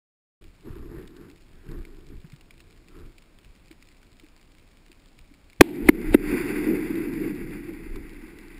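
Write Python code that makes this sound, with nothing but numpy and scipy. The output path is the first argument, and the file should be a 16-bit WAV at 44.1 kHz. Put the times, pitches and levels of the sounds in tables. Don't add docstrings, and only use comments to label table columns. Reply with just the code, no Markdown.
import sys
import numpy as np
from scipy import signal
from scipy.fft import rfft, irfft
from scipy.io import wavfile
from scipy.ndimage import uniform_filter1d

SR = 44100
rng = np.random.default_rng(int(sys.argv[2]) if len(sys.argv) > 2 else 0)


def unload_wav(signal):
    wavfile.write(
        sys.argv[1],
        SR,
        np.round(np.clip(np.atleast_2d(signal).T, -1, 1) * 32767).astype(np.int16),
    )


N = 378819
TIME = np.arange(N) / SR
SHOCK_S = 5.6088


def from_db(db):
    return 10 ** (np.asarray(db) / 20)


def rms_one(x):
    return x / np.sqrt(np.mean(x ** 2) + 1e-20)


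def coloured(x, spectrum):
    hz, level_db = np.transpose(spectrum)
    f = np.maximum(np.arange(N // 2 + 1) * SR / N, 1)
    skirts = np.minimum(f / hz[0], 1) ** 4 * np.minimum(hz[-1] / f, 1) ** 4
    gain = from_db(np.interp(np.log(f), np.log(hz), level_db))
    return irfft(rfft(x) * gain * skirts, N)


def noise(spectrum):
    return rms_one(coloured(rng.standard_normal(N), spectrum))


def evened(x, seconds):
    return x / np.sqrt(uniform_filter1d(x ** 2, int(seconds * SR)) + 1e-9)


def grains(per_s, spread_db):
    sizes = from_db(spread_db * np.minimum(rng.exponential(1, N), 4)) * rng.choice([-1, 1], N)
    return sizes * (rng.random(N) < per_s / SR)


def bell(middle_s, half_s):
    return np.exp(-.5 * np.minimum(((TIME - middle_s) / half_s) ** 2, 100))


def swells(rows):
    return np.sqrt(sum((from_db(level_db) * bell(s, half_s)) ** 2 for s, half_s, level_db in rows))


# f/Hz, level/dB
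SEA_COLOUR = [(65, -49), (110, -10), (151, -5), (172, -5), (224, -6.5), (298, -5), (458, -13.5),
              (717, -17.5), (1560, -20), (1850, -21.5), (2370, -17), (2940, -23.5), (4830, -24),
              (5800, -23.5), (7540, -70), (12800, -120)]
def sea(level_db=-61):
    return from_db(level_db) * noise(SEA_COLOUR)


# f/Hz, level/dB
SNAP_COLOUR = [(500, -17), (1500, -9), (2300, -0.5), (3100, -4.5), (4800, -5.5), (5800, -7)]
def far_shrimp(level_db=-67.5, scatter_s=0.0016):
    snaps = grains(per_s=90, spread_db=4)
    power = signal.lfilter([1], [1, -np.exp(-2 / (scatter_s * SR))], snaps ** 2 + 1e-18)
    smeared = np.sqrt(power) * rng.standard_normal(N)
    return from_db(level_db) * rms_one(coloured(smeared, SNAP_COLOUR))


# t/s, relative level/dB, ring f/Hz
NEAR_SNAPS = [(1.0763, -43, 3670), (1.1664, -43, 1870), (1.3, -42.5, 2050), (1.715, -39.5, 1060),
              (1.8513, -38.5, 2260), (2.3204, -39.5, 2200), (2.41, -40.5, 2790), (2.508, -38.5, 2380),
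              (2.6038, -38.5, 2760), (2.884, -41.5, 2540), (2.989, -47, 1440), (3.182, -39.5, 2420),
              (3.4466, -43.5, 2660), (3.713, -39, 2270), (3.8252, -39.5, 2230), (4.0302, -46, 1490),
              (4.1979, -40.5, 2290), (4.9167, -40, 2570), (5.19, -40.5, 2420), (5.34, -46, 2360),
              (5.5313, -42.5, 2290), (6.955, -35, 2360), (7.9588, -33.5, 1150), (8.1034, -45, 2120),
              (8.3874, -38, 2080)]
def near_shrimp(click_db=-2, ring_db=-6, ring_s=0.0008, scatter_db=-12, scatter_s=0.0036):
    clicks, rings, age = np.zeros(N), np.zeros(N), TIME[:SR // 50]
    ring_shape = age / ring_s * np.exp(1 - age / ring_s)
    for s, level_db, hz in NEAR_SNAPS:
        at = int(s * SR)
        span = slice(at, at + len(age))
        scatter = np.exp(-age / scatter_s) * rng.standard_normal(len(age))
        clicks[at] += from_db(level_db)
        clicks[span] += from_db(level_db + scatter_db) * scatter
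        rings[span] += from_db(level_db + ring_db) * ring_shape * np.sin(2 * np.pi * hz * age)
    click_height = coloured(TIME == 0, SNAP_COLOUR).max()
    return from_db(click_db) * coloured(clicks, SNAP_COLOUR) / click_height + rings


# middle t/s, half length/s, push level/dB, rub level/dB
GUN_MOVES = [(0.41, 0.05, -45, -54.5), (0.683, 0.026, -36.5, -40.5), (0.807, 0.078, -40, -43.5),
             (0.968, 0.068, -45.5, -40), (1.21, 0.091, -56, -46.5), (1.542, 0.1, -49, -60.5),
             (1.74, 0.053, -33, -41.5), (1.917, 0.16, -45, -51), (2.127, 0.032, -37, -49),
             (2.693, 0.35, -57, -62.5), (3.004, 0.065, -43, -49), (3.444, 0.035, -49, -72),
             (5.194, 0.022, -49, -72)]
# middle t/s, half length/s, level/dB
LOW_SWELLS = [(5.87, 0.029, -26.5), (6.11, 0.038, -25), (6.32, 0.029, -31), (7.42, .03, -40),
              (7.95, 0.069, -34)]
# f/Hz, level/dB
SURGE_COLOUR = [(12, -9.5), (21, 1.5), (27, 3.5), (36, -5), (46, -9.5), (60, -11.5), (80, -11), (110, -17),
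                (170, -26.5)]
SWAY_COLOUR = [(21, -18), (27, 4.5), (36, -13), (60, -21)]
def surge(calm_db=-56, lag_s=0.027, sway_from_s=5.82, sway_db=-39, fall_db_per_s=3.5):
    pushes = swells([(s + lag_s, half_s, push_db) for s, half_s, push_db, _ in GUN_MOVES])
    gain = np.sqrt(from_db(calm_db) ** 2 + pushes ** 2 + swells(LOW_SWELLS) ** 2)
    sway = from_db(sway_db - fall_db_per_s * (TIME - sway_from_s)) * (TIME > sway_from_s)
    return gain * evened(noise(SURGE_COLOUR), 0.142) + sway * evened(noise(SWAY_COLOUR), .3)


# f/Hz, level/dB
RUB_COLOUR = [(55, -1), (80, -9.5), (130, -2), (220, -6.5), (340, 2), (420, -5), (520, -21.5), (680, -28.5),
              (1100, -24.5), (1800, -27), (2600, -46), (5000, -43)]
def handling():
    slips = evened(coloured(grains(per_s=1600, spread_db=3), RUB_COLOUR), 0.11)
    return swells([(s, half_s, rub_db) for s, half_s, _, rub_db in GUN_MOVES]) * slips


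# middle t/s, half length/s, f/Hz, level/dB
HAND_SLIDES = [(0.75, 0.062, 1120, -60), (0.997, 0.053, 1780, -59), (1.226, 0.059, 1390, -63),
               (1.732, 0.14, 1630, -65), (2.983, 0.05, 1300, -58.5)]
def slides(half_width_hz=190):
    out, radius = np.zeros(N), np.exp(-2 * np.pi * half_width_hz / SR)
    for s, half_s, hz, level_db in HAND_SLIDES:
        resonance = [1, -2 * radius * np.cos(2 * np.pi * hz / SR), radius ** 2]
        slips = signal.lfilter([1, 0, -1], resonance, grains(per_s=850, spread_db=3.5) + 1e-18)
        out += from_db(level_db) * bell(s, half_s) * rms_one(slips)
    return out


# t/s, relative level/dB, f/Hz
GUN_KNOCKS = [(0.667, -34, 385), (1.686, -31.5, 150), (2.121, -40, 269), (2.243, -34.5, 156),
              (2.331, -34, 144), (3.708, -39.5, 317), (4.234, -42, 306), (4.897, -46.5, 330),
              (5.311, -46, 290), (7.957, -35, 375)]
# f/Hz, level/dB
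CLACK_COLOUR = [(600, -12), (1100, -5), (1650, -1), (2600, -10)]
def knocks(rise_s=0.0048, gain_db=-2, clack_db=-24):
    out, clack = np.zeros(N), from_db(clack_db) * noise(CLACK_COLOUR)
    for s, level_db, hz in GUN_KNOCKS:
        age = np.clip(TIME - s, 0, .5)
        envelope = from_db(level_db + gain_db) * age / rise_s * np.exp(1 - age / rise_s)
        out += envelope * (np.sin(2 * np.pi * hz * age) + clack)
    return out


def reverberation(shape, dip_s=0.063):
    top_db, rise, top_s, hold_s, fall, bed_db, dip_db = shape
    age = TIME - SHOCK_S
    level_db = top_db - rise * np.maximum(top_s - age, 0) - fall * np.maximum(age - top_s - hold_s, 0)
    dips = sum(bell(s, dip_s) * (TIME > s) for s, *_ in BLAST_PULSES)
    return np.hypot(from_db(level_db - dip_db * dips), from_db(bed_db)) * (age > 0)


# middle t/s, half length/s, rumble level/dB, sizzle level/dB
REEF_ECHOES = [(5.824, 0.033, -31, -57), (6.335, 0.024, -22, -49), (6.585, .035, -31.5, -44),
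               (6.707, 0.044, -21.5, -56), (6.986, 0.011, -25, -63), (7.246, 0.053, -28.5, -46),
               (7.557, 0.031, -44, -49), (7.704, 0.021, -34, -62), (7.978, 0.015, -37.5, -72),
               (8.246, 0.022, -47, -54.5)]
# f/Hz, level/dB
ROLL_COLOUR = [(85, -13), (120, -7.5), (150, -4), (200, -2), (240, -3)]
RUMBLE_COLOUR = [(190, -11), (230, -3.5), (265, -3), (298, 4.5), (340, 3.5), (380, -5.5), (440, -9.5),
                 (600, -33.5), (800, -33.5)]
SIZZLE_COLOUR = [(560, -27), (800, -10.5), (1250, -12), (1600, -5), (1750, -9), (1980, -1), (2350, -4.5),
                 (2680, -9.5), (3030, -25), (3550, -19.5), (4000, -30), (4700, -17), (5800, -32)]
# top level/dB, rise/(dB/s), top t/s after the shock, hold/s, fall/(dB/s), bed level/dB, dip/dB
ROLL_SHAPE = (-38.5, 14, .5, 1.25, 23.5, -57.5, 8)
RUMBLE_SHAPE = (-29, 7, 0.87, .5, 17.5, -50, 1)
SIZZLE_SHAPE = (-36, 34, 0.7045, 0.0731, 14, -55.5, 14)
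def reef_echoes(echo_roll_db=-16):
    dull = swells([(s, half_s, rumble_db) for s, half_s, rumble_db, _ in REEF_ECHOES])
    bright = swells([(s, half_s, sizzle_db) for s, half_s, _, sizzle_db in REEF_ECHOES])
    roll_gain = np.hypot(reverberation(ROLL_SHAPE), from_db(echo_roll_db) * dull)
    roll = roll_gain * evened(noise(ROLL_COLOUR), 0.074)
    rumble = np.hypot(reverberation(RUMBLE_SHAPE), dull) * evened(noise(RUMBLE_COLOUR), 0.064)
    churn = from_db(noise([(8, 6), (60, -15)]))
    cracks = rms_one(coloured(grains(per_s=8000, spread_db=2.0), SIZZLE_COLOUR))
    sizzle = np.hypot(reverberation(SIZZLE_SHAPE), bright) * churn * cracks
    return roll + rumble + sizzle


def ground_wave(lead_s=0.004, hz=125, half_s=0.003, level_db=-17):
    arrival_s = SHOCK_S - lead_s
    return from_db(level_db) * bell(arrival_s, half_s) * np.cos(2 * np.pi * hz * (TIME - arrival_s))


# f/Hz, level/dB
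FRONT_COLOUR = [(560, 6), (880, 10), (1400, -35), (2300, 0), (3700, -5.5), (5800, -16.5)]
def bubble_fizz(gather_db=-30, gather_s=0.012, trail_db=-47, trail_s=0.16):
    gain = from_db(trail_db) * np.exp(-np.abs(TIME - SHOCK_S) / trail_s) * (TIME > SHOCK_S)
    for s, *_ in BLAST_PULSES[1:]:
        gain += from_db(gather_db) * np.exp(-np.abs(TIME - s) / gather_s) * (TIME < s)
    return gain * rms_one(coloured(grains(per_s=7300, spread_db=1.5), FRONT_COLOUR))


# f/Hz, level/dB
CRACK_COLOUR = [(1400, -8), (1700, 1.5), (2100, 1.5), (2750, -4.5), (3100, -27)]
# t/s, thump level/dB, sweep/s,
# thump delay/s, crack level/dB, front level/dB, crack delay/s, crack half length/s
BLAST_PULSES = [(5.6088, 13.5, 0.0024, 0.0041, 4.5, 6, 0.0022, 0.0012),
                (5.8882, 1.5, 0.0012, 0.0058, -8, -19.5, 0.0021, 0.002),
                (6.1448, 0.5, 0.00131, 0.005, -19, -23.5, 0.0023, 0.0025)]
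def blast(boom_hz=290, sweep_hz=535, thump_half_s=0.0028):
    out = np.zeros(N)
    crack, front = evened(noise(CRACK_COLOUR), 0.0032), evened(noise(FRONT_COLOUR), 0.0025)
    for s, thump_db, sweep_s, thump_delay_s, crack_db, front_db, delay_s, half_s in BLAST_PULSES:
        age = np.maximum(TIME - s, 0)
        cycles = boom_hz * age + sweep_hz * sweep_s * (1 - np.exp(-age / sweep_s))
        out += from_db(thump_db) * bell(s + thump_delay_s, thump_half_s) * np.sin(2 * np.pi * cycles)
        out += bell(s + delay_s, half_s) * (from_db(crack_db) * crack + from_db(front_db) * front)
    return out


def scene(hiss_db=-82, camera_on_s=0.4105, fade_in_s=0.0033):
    ambience = sea() + near_shrimp() + far_shrimp()
    close_up = surge() + handling() + slides() + knocks()
    dynamite = ground_wave() + blast() + bubble_fizz() + reef_echoes()
    hiss = from_db(hiss_db) * rng.standard_normal((2, N))
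    camera_on = np.clip((TIME - camera_on_s) / fade_in_s, 0, 1)
    return (ambience + close_up + dynamite + hiss) * camera_on


def record(dry, camera_hz=12000, edge_hz=5750, cutoff_hz=15500):
    band_limited = signal.sosfiltfilt(signal.butter(8, edge_hz, fs=SR, output="sos"), dry)
    samples = np.clip(signal.resample_poly(band_limited, camera_hz, SR, axis=1), -1, 1)
    held = signal.resample_poly(np.repeat(samples, 4, axis=1), SR, 4 * camera_hz, axis=1)[:, :N]
    return signal.sosfilt(signal.ellip(10, .1, 80, cutoff_hz, fs=SR, output="sos"), held)


dry = scene()
out = record(dry)
unload_wav(out)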